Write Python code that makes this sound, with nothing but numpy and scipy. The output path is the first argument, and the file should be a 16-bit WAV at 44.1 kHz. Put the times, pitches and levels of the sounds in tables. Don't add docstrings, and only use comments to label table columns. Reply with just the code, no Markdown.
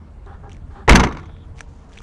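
import sys
import numpy as np
from scipy import signal
from scipy.io import wavfile

SR = 44100
rng = np.random.default_rng(int(sys.argv[2]) if len(sys.argv) > 2 else 0)


def transcribe(signal):
    frames = np.atleast_2d(signal).T
    limited = np.clip(frames, -1, 1)
    pcm = np.round(limited * 32767).astype(np.int16)
    wavfile.write(sys.argv[1], SR, pcm)


N = 89346
TIME_S = np.arange(N) / SR

# time in seconds, level in dB, brightness in dB per octave.
BLOWS = [(0.878, -10.5, -3), (0.8829, -2, -6.5), (.8925, 4.5, -0.5), (0.9038, 3.5, -8), (0.9131, -6, -1),
         (.921, -4.5, 0.5), (.933, -12, 0.5), (.951, -15, 4), (.9555, 0.5, 3), (0.994, -15, 0),
         (0.9964, -7.5, 1.5), (1.0069, -15, -3), (1.016, -23.5, -2.5), (1.033, -15, -0.5),
         (1.036, -11.5, 1.5), (1.046, -18.5, 0), (1.0701, -24, -1.5), (1.085, -34, 1), (1.1234, -33, 2),
         (1.149, -38, -1.5), (1.164, -40.5, -2), (1.1698, -29.5, -1.5), (1.184, -33, -1.5),
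         (1.195, -41.5, 2.5), (1.229, -47.5, 0.5), (1.2561, -46, 2), (1.293, -41, -6.5), (1.365, -48, -3)]
# frequency in Hz, relative density in dB per Hz.
CONTACT_COLOUR = [(100, 3), (250, -4.5), (480, -2.5), (680, 1.5), (1000, 3.5), (1500, 1), (2150, -1.5),
                  (3000, -10.5), (5000, -16.5), (6200, -14.5), (7000, -28.5), (10500, -34), (12500, -56),
                  (16000, -59)]
# frequency in Hz, first-pass width in Hz, relative level in dB.
LATCH = [(2104, 170, -8), (6140, 120, -20)]
CONTACT_ATTACK_S, CONTACT_T60_S = 0.001, 0.046
GRAIN_DB, GRAIN_RATE_HZ = 2.5, 250

# frequency in Hz, relative density in dB per Hz.
WASH_COLOUR = [(60, -1), (130, 4.5), (220, 1), (340, 3), (500, -11), (700, -11.5), (1100, -5), (2100, -17),
               (3200, -23.5), (6200, -38), (10000, -49), (16000, -74)]
# frequency in Hz, T60 in seconds.
WASH_T60 = [(100, 0.38), (350, 0.42), (1000, 0.38), (2500, 0.25), (9000, .2)]
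WASH_DB, WASH_SWELL_S = -13.5, 0.0041
WASH_GRAIN_DB, WASH_GRAIN_RATE_HZ = 1, 70.4

# frequency in Hz, relative level in dB, T60 in seconds.
LID_MODES = [(150.1, -19, 0.56), (189.6, -18.5, .36), (239.1, -22.5, 0.52), (297, -23, 0.27),
             (344.3, -30.5, 0.24), (389.4, -32, 0.51), (462.2, -24, .22), (537, -23.5, 0.15),
             (735, -23.5, 0.26), (869, -23, 0.24), (937, -18.5, 0.16), (990.5, -26, .24),
             (1130, -26.5, 0.4), (1428, -32, .2), (2130, -26.5, .22)]
LID_STRENGTH_SPREAD_DB = 2.2

# start in seconds, length in seconds, level in dB.
PUSHES = [(0.9, 0.0097, -1.5), (0.916, .010, -8)]
# frequency in Hz, relative level in dB, T60 in seconds.
CAVITY_MODES = [(25, -4, .45), (46.1, 8, 0.14), (58.9, -2, 0.42)]
# start in seconds, level in dB.
KNOCKS = [(.8915, -0.5), (0.9344, 4.5)]
# frequency in Hz, relative level in dB, T60 in seconds.
BODY_MODES = [(105, -21, .3), (131, -11.5, 0.28), (186.7, -10, .2), (211, -9, .11), (243, -13, .19)]
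KNOCK_S = 0.0018

# frequency in Hz, relative level in dB, T60 in seconds.
FITTINGS = [(880, -3, .05), (1128, 2, 0.036), (1400, -3, 0.059), (1750, -4, .03), (2300, -2.5, 0.012),
            (3800, -6, .015), (5640, -10, .012), (7600, -20.5, 0.012)]
CHATTER_AT_S, CHATTER_T60_S, CHATTER_PER_S, CHATTER_DB = 0.95, 0.6, 140, -26.5

# start in seconds, length in seconds, relative level in dB, brightness in dB per octave.
RUBS = [(.258, 0.089, -43.5, -2), (.424, 0.049, -44, -6.5), (.70, 0.094, -52, 1.5), (.748, 0.079, -45, -2)]
# frequency in Hz, relative density in dB per Hz.
RUB_COLOUR = [(80, -10), (170, 2.5), (260, -7), (380, -5.5), (550, -4.5), (850, 2.5), (1550, 2),
              (2100, -19), (3600, -14), (4800, -25.5), (7500, -31.5), (12000, -49.5)]
# frequency in Hz, first-pass width in Hz, relative level in dB.
RUB_RESONANCES = [(398.7, 30, -3), (800.4, 41, -0.5), (1195, 70, -8), (1627, 25, -8.5)]
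RUBS_TRIM_DB, RUB_RING_TRIM_DB = -3.5, -1.5
STROKE_ATTACK_S, STROKE_T60_S = 0.011, 0.15

# time in seconds, level in dB, pitch in Hz, casing in dB relative to the click.
CLICKS = [(0.2618, -45.5, 3800, -1), (0.495, -42, 2200, 6), (0.503, -46, 3000, 0), (.517, -35.5, 2780, -2),
          (0.5208, -36.5, 3120, -0.5), (.531, -40.5, 6540, 3), (.547, -42, 2300, -1),
          (.5675, -42.5, 2100, 2), (1.585, -41, 2300, 3), (1.592, -36, 2300, 5), (1.607, -19.5, 1730, 0.5),
          (1.6099, -32, 1497, 4), (1.6145, -44.5, 6200, -1), (1.92, -41, 1700, -1), (1.931, -40, 3310, -3),
          (1.9595, -41, 1800, 0), (1.9735, -33, 2440, -4), (1.977, -28.5, 2460, -7),
          (1.9871, -28.5, 3400, -4), (2.004, -33, 1220, -4), (2.019, -36, 1670, -3)]
# frequency in Hz, relative density in dB per Hz.
CLICK_COLOUR = [(300, 12), (1500, 18), (4000, -2), (7000, 2.5), (10500, -23), (13000, -47)]
# frequency in Hz, relative level in dB, T60 in seconds.
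CASING = [(666, -13, 0.0088), (2300, -12, 0.012), (3890, -7.5, 0.0016), (5880, -9, 0.0073),
          (8260, -13.5, 0.0054), (10400, -18.5, 0.0027)]
CLICK_ATTACK_S, CLICK_T60_S, CLICK_SNAP_DB = 0.00085, 0.007, -25

# start in seconds, length in seconds, relative level in dB, brightness in dB per octave.
RUSTLES = [(.49, 0.056, -51, -5.5), (1.55, 0.076, -63.5, 0.5), (1.572, 0.014, -54, -1.5),
           (1.67, 0.24, -71, 2), (1.915, .11, -53, -2)]
# frequency in Hz, relative density in dB per Hz.
RUSTLE_COLOUR = [(800, -8), (2200, 0.5), (4200, -3.5), (6300, -1.5), (10000, -16.5), (13000, -46)]
RUSTLE_GRAIN_DB, RUSTLE_GRAIN_RATE_HZ = 2.8, 180

HISS_AT_S, HISS_S, HISS_HZ, HISS_PASS_WIDTH_HZ, HISS_DB = 1.2, 0.24, 3370, 640, -63.5

# frequency in Hz, relative density in dB per Hz.
AIR_COLOUR = [(20, -1.5), (45, 1), (100, -5.5), (150, -10.5), (230, -15), (370, -24.5), (850, -28),
              (1300, -32.5), (2200, -43), (4000, -51.5), (6500, -54.5), (10000, -57.5), (12000, -73.5),
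              (16000, -84)]
# frequency in Hz, spread in dB.
AIR_FLICKER = [(60, 2.5), (400, 2.5), (2000, 1.5), (8000, 2)]
# time in seconds, gain in dB.
BASS_GAIN = [(0, 4), (.2, -3.5), (.45, 0.5), (.8, -0.5), (1.4, 1.5), (1.65, 0), (1.8, -3.5), (2.03, -3)]
# frequency in Hz, relative level in dB, full from and full until in seconds.
HUMS = [(78.2, -42.5, 0, 2.1), (458, -60.5, 1.3, 2.1), (934, -63.5, 1.65, 2)]
AIR_DB, AIR_FLICKER_RATE_HZ, BASS_BELOW_HZ = -38.5, 12, 350
HUM_WAVER_HZ, HUM_WAVER_RATE_HZ, HUM_FADE_S = 5.7, 8, 0.066

BASS_BOTTOM_HZ, TREBLE_TOP_HZ = 8, 10900
OVERLOAD_LEVEL, KNEE_SHARPNESS = 0.69, 9.6
DULL_HZ, STOPBAND_HZ = 11000, 16500


def from_db(db):
    return 10 ** (np.asarray(db) / 20)


def rms_one(x):
    return x / np.sqrt(np.mean(x ** 2) + 1e-20)


def at_hz(points, hz):
    table_hz, values = np.transpose(points)
    return np.interp(np.log(hz), np.log(table_hz), values)


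def drift(rate_hz):
    pole = np.exp(-2 * np.pi * rate_hz / SR)
    wander = signal.lfilter([1], [1, -2 * pole, pole * pole], rng.standard_normal(2 * N))
    return rms_one(wander[N:])


def decay(elapsed_s, t60_s):
    return np.exp(-np.log(1000) * np.clip(elapsed_s / t60_s, 0, 10))


def dying(start_s, t60_s, attack_s):
    elapsed_s = TIME_S - start_s
    return np.clip(elapsed_s / attack_s, 0, 1) * decay(elapsed_s, t60_s)


def stroke(start_s, length_s):
    attack = np.clip((TIME_S - start_s) / STROKE_ATTACK_S, 0, 1)
    return attack * decay(TIME_S - start_s - length_s, STROKE_T60_S)


def push(start_s, length_s):
    shape = np.sin(np.pi * np.clip((TIME_S - start_s) / length_s, 0, 1)) ** 2
    return shape / shape.sum()


def ring(x, hz, t60_s):
    pole = np.exp(-np.log(1000) / (t60_s * SR))
    angle = 2 * np.pi * hz / SR
    return signal.lfilter([0, np.sin(angle)], [1, -2 * pole * np.cos(angle), pole * pole], x + 1e-18)


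def resonate(x, hz, width_hz):
    pole = np.exp(-np.pi * width_hz / SR)
    feedforward = np.array([1, 0, -1]) * (1 - pole * pole) / 2
    feedback = [1, -2 * pole * np.cos(2 * np.pi * hz / SR), pole * pole]
    return signal.lfilter(feedforward, feedback, x + 1e-18)


def resonant_noise(hz, first_width_hz, second_width_hz):
    once = resonate(rng.standard_normal(N), hz, first_width_hz)
    return rms_one(resonate(once, hz, second_width_hz))


def bands(colour):
    edges_hz = 18 * 2 ** (np.arange(30) / 3)
    centres_hz = np.sqrt(edges_hz[1:] * edges_hz[:-1])
    white = rng.standard_normal((2, N))
    gains = from_db(at_hz(colour, centres_hz)) * np.sqrt(centres_hz)
    gains /= np.linalg.norm(gains)
    parts = []
    for k, hz in enumerate(centres_hz):
        band = signal.butter(3, edges_hz[k:k + 2], "band", fs=SR, output="sos")
        parts.append((hz, gains[k] * rms_one(signal.sosfilt(band, white[k % 2]))))
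    return parts


def tilt(db_per_octave, hz):
    return from_db(db_per_octave * np.log2(max(hz, 400) / 1000))


def slam():
    times_s, levels_db, brightness = np.transpose(BLOWS)
    crack_power = np.array([dying(t, CONTACT_T60_S, CONTACT_ATTACK_S) ** 2 for t in times_s])
    grit = rms_one(from_db(GRAIN_DB * drift(GRAIN_RATE_HZ)))
    parts = []
    for hz, width_hz, level_db in LATCH:
        parts.append((hz, from_db(level_db) * resonant_noise(hz, width_hz, 2 * width_hz)))
    cracks = np.zeros(N)
    for hz, noise in parts + bands(CONTACT_COLOUR):
        blow_power = (from_db(levels_db) * tilt(brightness, hz)) ** 2
        cracks += noise * np.sqrt(blow_power @ crack_power)
    return cracks * grit + panel_wash(times_s, levels_db)


def panel_wash(times_s, levels_db):
    energy = np.zeros(N)
    energy[(times_s * SR).astype(int)] = from_db(levels_db) ** 2
    swell = np.exp(-1 / (WASH_SWELL_S * SR))
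    energy = signal.lfilter([1 - swell], [1, -swell], energy + 1e-18)
    shaking = rms_one(from_db(WASH_GRAIN_DB * drift(WASH_GRAIN_RATE_HZ)))
    out = np.zeros(N)
    for hz, noise in bands(WASH_COLOUR):
        keep = np.exp(-2 * np.log(1000) / (at_hz(WASH_T60, hz) * SR))
        out += noise * np.sqrt(signal.lfilter([1], [1, -keep], energy))
    return from_db(WASH_DB) * shaking * out


def lid_ring():
    times_s, levels_db, _ = np.transpose(BLOWS)
    spread_db = rng.normal(0, LID_STRENGTH_SPREAD_DB, (len(times_s), len(LID_MODES)))
    strengths = from_db(levels_db[:, None] + spread_db)
    out = np.zeros(N)
    for k, (hz, mode_db, t60_s) in enumerate(LID_MODES):
        hits = np.zeros(N)
        hits[(times_s * SR).astype(int)] = strengths[:, k]
        out += (-1) ** k * from_db(mode_db) * ring(hits, hz, t60_s)
    return out


def alternating_modes(drive, modes):
    return sum((-1) ** k * from_db(db) * ring(drive, hz, t60_s) for k, (hz, db, t60_s) in enumerate(modes))


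def boom():
    pushes = sum(from_db(db) * push(start_s, length_s) for start_s, length_s, db in PUSHES)
    knocks = sum(from_db(db) * push(start_s, KNOCK_S) for start_s, db in KNOCKS)
    air = sum(from_db(db) * ring(pushes, hz, t60_s) for hz, db, t60_s in CAVITY_MODES)
    return air + alternating_modes(knocks, BODY_MODES)


def chatter():
    touches = (rng.random(N) < CHATTER_PER_S / SR) * from_db(rng.normal(0, 2, N))
    rings = np.zeros(N)
    for hz, db, t60_s in FITTINGS:
        rings += from_db(db) * ring(touches * rng.standard_normal(N), hz, t60_s)
    envelope = dying(CHATTER_AT_S, CHATTER_T60_S, CONTACT_ATTACK_S)
    return from_db(CHATTER_DB) * envelope * rms_one(rings)


def rubbed(strokes, parts):
    _, _, levels_db, brightness = np.transpose(strokes)
    shapes = np.array([stroke(start_s, length_s) for start_s, length_s, _, _ in strokes])
    return sum(noise * ((from_db(levels_db) * tilt(brightness, hz)) @ shapes) for hz, noise in parts)


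def hinges():
    rings = []
    for hz, width_hz, db in RUB_RESONANCES:
        noise = resonant_noise(hz, width_hz, 2 * width_hz)
        rings.append((hz, from_db(db + RUB_RING_TRIM_DB) * noise))
    return from_db(RUBS_TRIM_DB) * rubbed(RUBS, bands(RUB_COLOUR) + rings)


def clicks():
    snap = sum(noise for _, noise in bands(CLICK_COLOUR))
    out, casing_taps = np.zeros(N), np.zeros(N)
    for time_s, db, hz, casing_db in CLICKS:
        tap = from_db(db) * (np.arange(N) == int(time_s * SR))
        casing_taps += from_db(casing_db) * tap
        out += ring(tap, hz, CLICK_T60_S)
        out += from_db(db + CLICK_SNAP_DB) * dying(time_s, CLICK_T60_S, CLICK_ATTACK_S) * snap
    return out - alternating_modes(casing_taps, CASING)


def rustles():
    friction = rubbed(RUSTLES, bands(RUSTLE_COLOUR))
    return friction * rms_one(from_db(RUSTLE_GRAIN_DB * drift(RUSTLE_GRAIN_RATE_HZ)))


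def hiss():
    noise = resonant_noise(HISS_HZ, HISS_PASS_WIDTH_HZ, HISS_PASS_WIDTH_HZ)
    return from_db(HISS_DB) * stroke(HISS_AT_S, HISS_S) * noise


def background():
    bass = from_db(np.interp(TIME_S, *np.transpose(BASS_GAIN)))
    parts = []
    for hz, noise in bands(AIR_COLOUR):
        flicker_db = at_hz(AIR_FLICKER, hz) * drift(AIR_FLICKER_RATE_HZ)
        parts.append((hz, from_db(AIR_DB + flicker_db) * noise))
    for hz, db, start_s, end_s in HUMS:
        gate = np.clip(1 + np.minimum(TIME_S - start_s, end_s - TIME_S) / HUM_FADE_S, 0, 1)
        wavering_hz = hz + HUM_WAVER_HZ * drift(HUM_WAVER_RATE_HZ)
        tone = np.sqrt(2) * np.sin(2 * np.pi * np.cumsum(wavering_hz) / SR)
        parts.append((hz, from_db(db) * gate * tone))
    return sum(part * (bass if hz < BASS_BELOW_HZ else 1) for hz, part in parts)


def scene():
    closing = slam() + lid_ring() + boom() + chatter() + hinges()
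    return (closing + clicks() + rustles() + hiss() + background())[None]


def record(dry):
    treble_limit = signal.cheby1(8, 0.5, TREBLE_TOP_HZ, fs=SR, output="sos")
    bass_limit = signal.butter(1, BASS_BOTTOM_HZ, "high", fs=SR, output="sos")
    heard = signal.sosfilt(bass_limit, signal.sosfilt(treble_limit, dry))
    overdrive = np.abs(heard / OVERLOAD_LEVEL) ** KNEE_SHARPNESS
    clipped = heard / (1 + overdrive) ** (1 / KNEE_SHARPNESS)
    dulling = signal.butter(3, DULL_HZ, fs=SR, output="sos")
    cutoff = signal.cheby2(12, 70, STOPBAND_HZ, fs=SR, output="sos")
    return signal.sosfilt(cutoff, signal.sosfilt(dulling, clipped))


dry = scene()
out = record(dry)
transcribe(out)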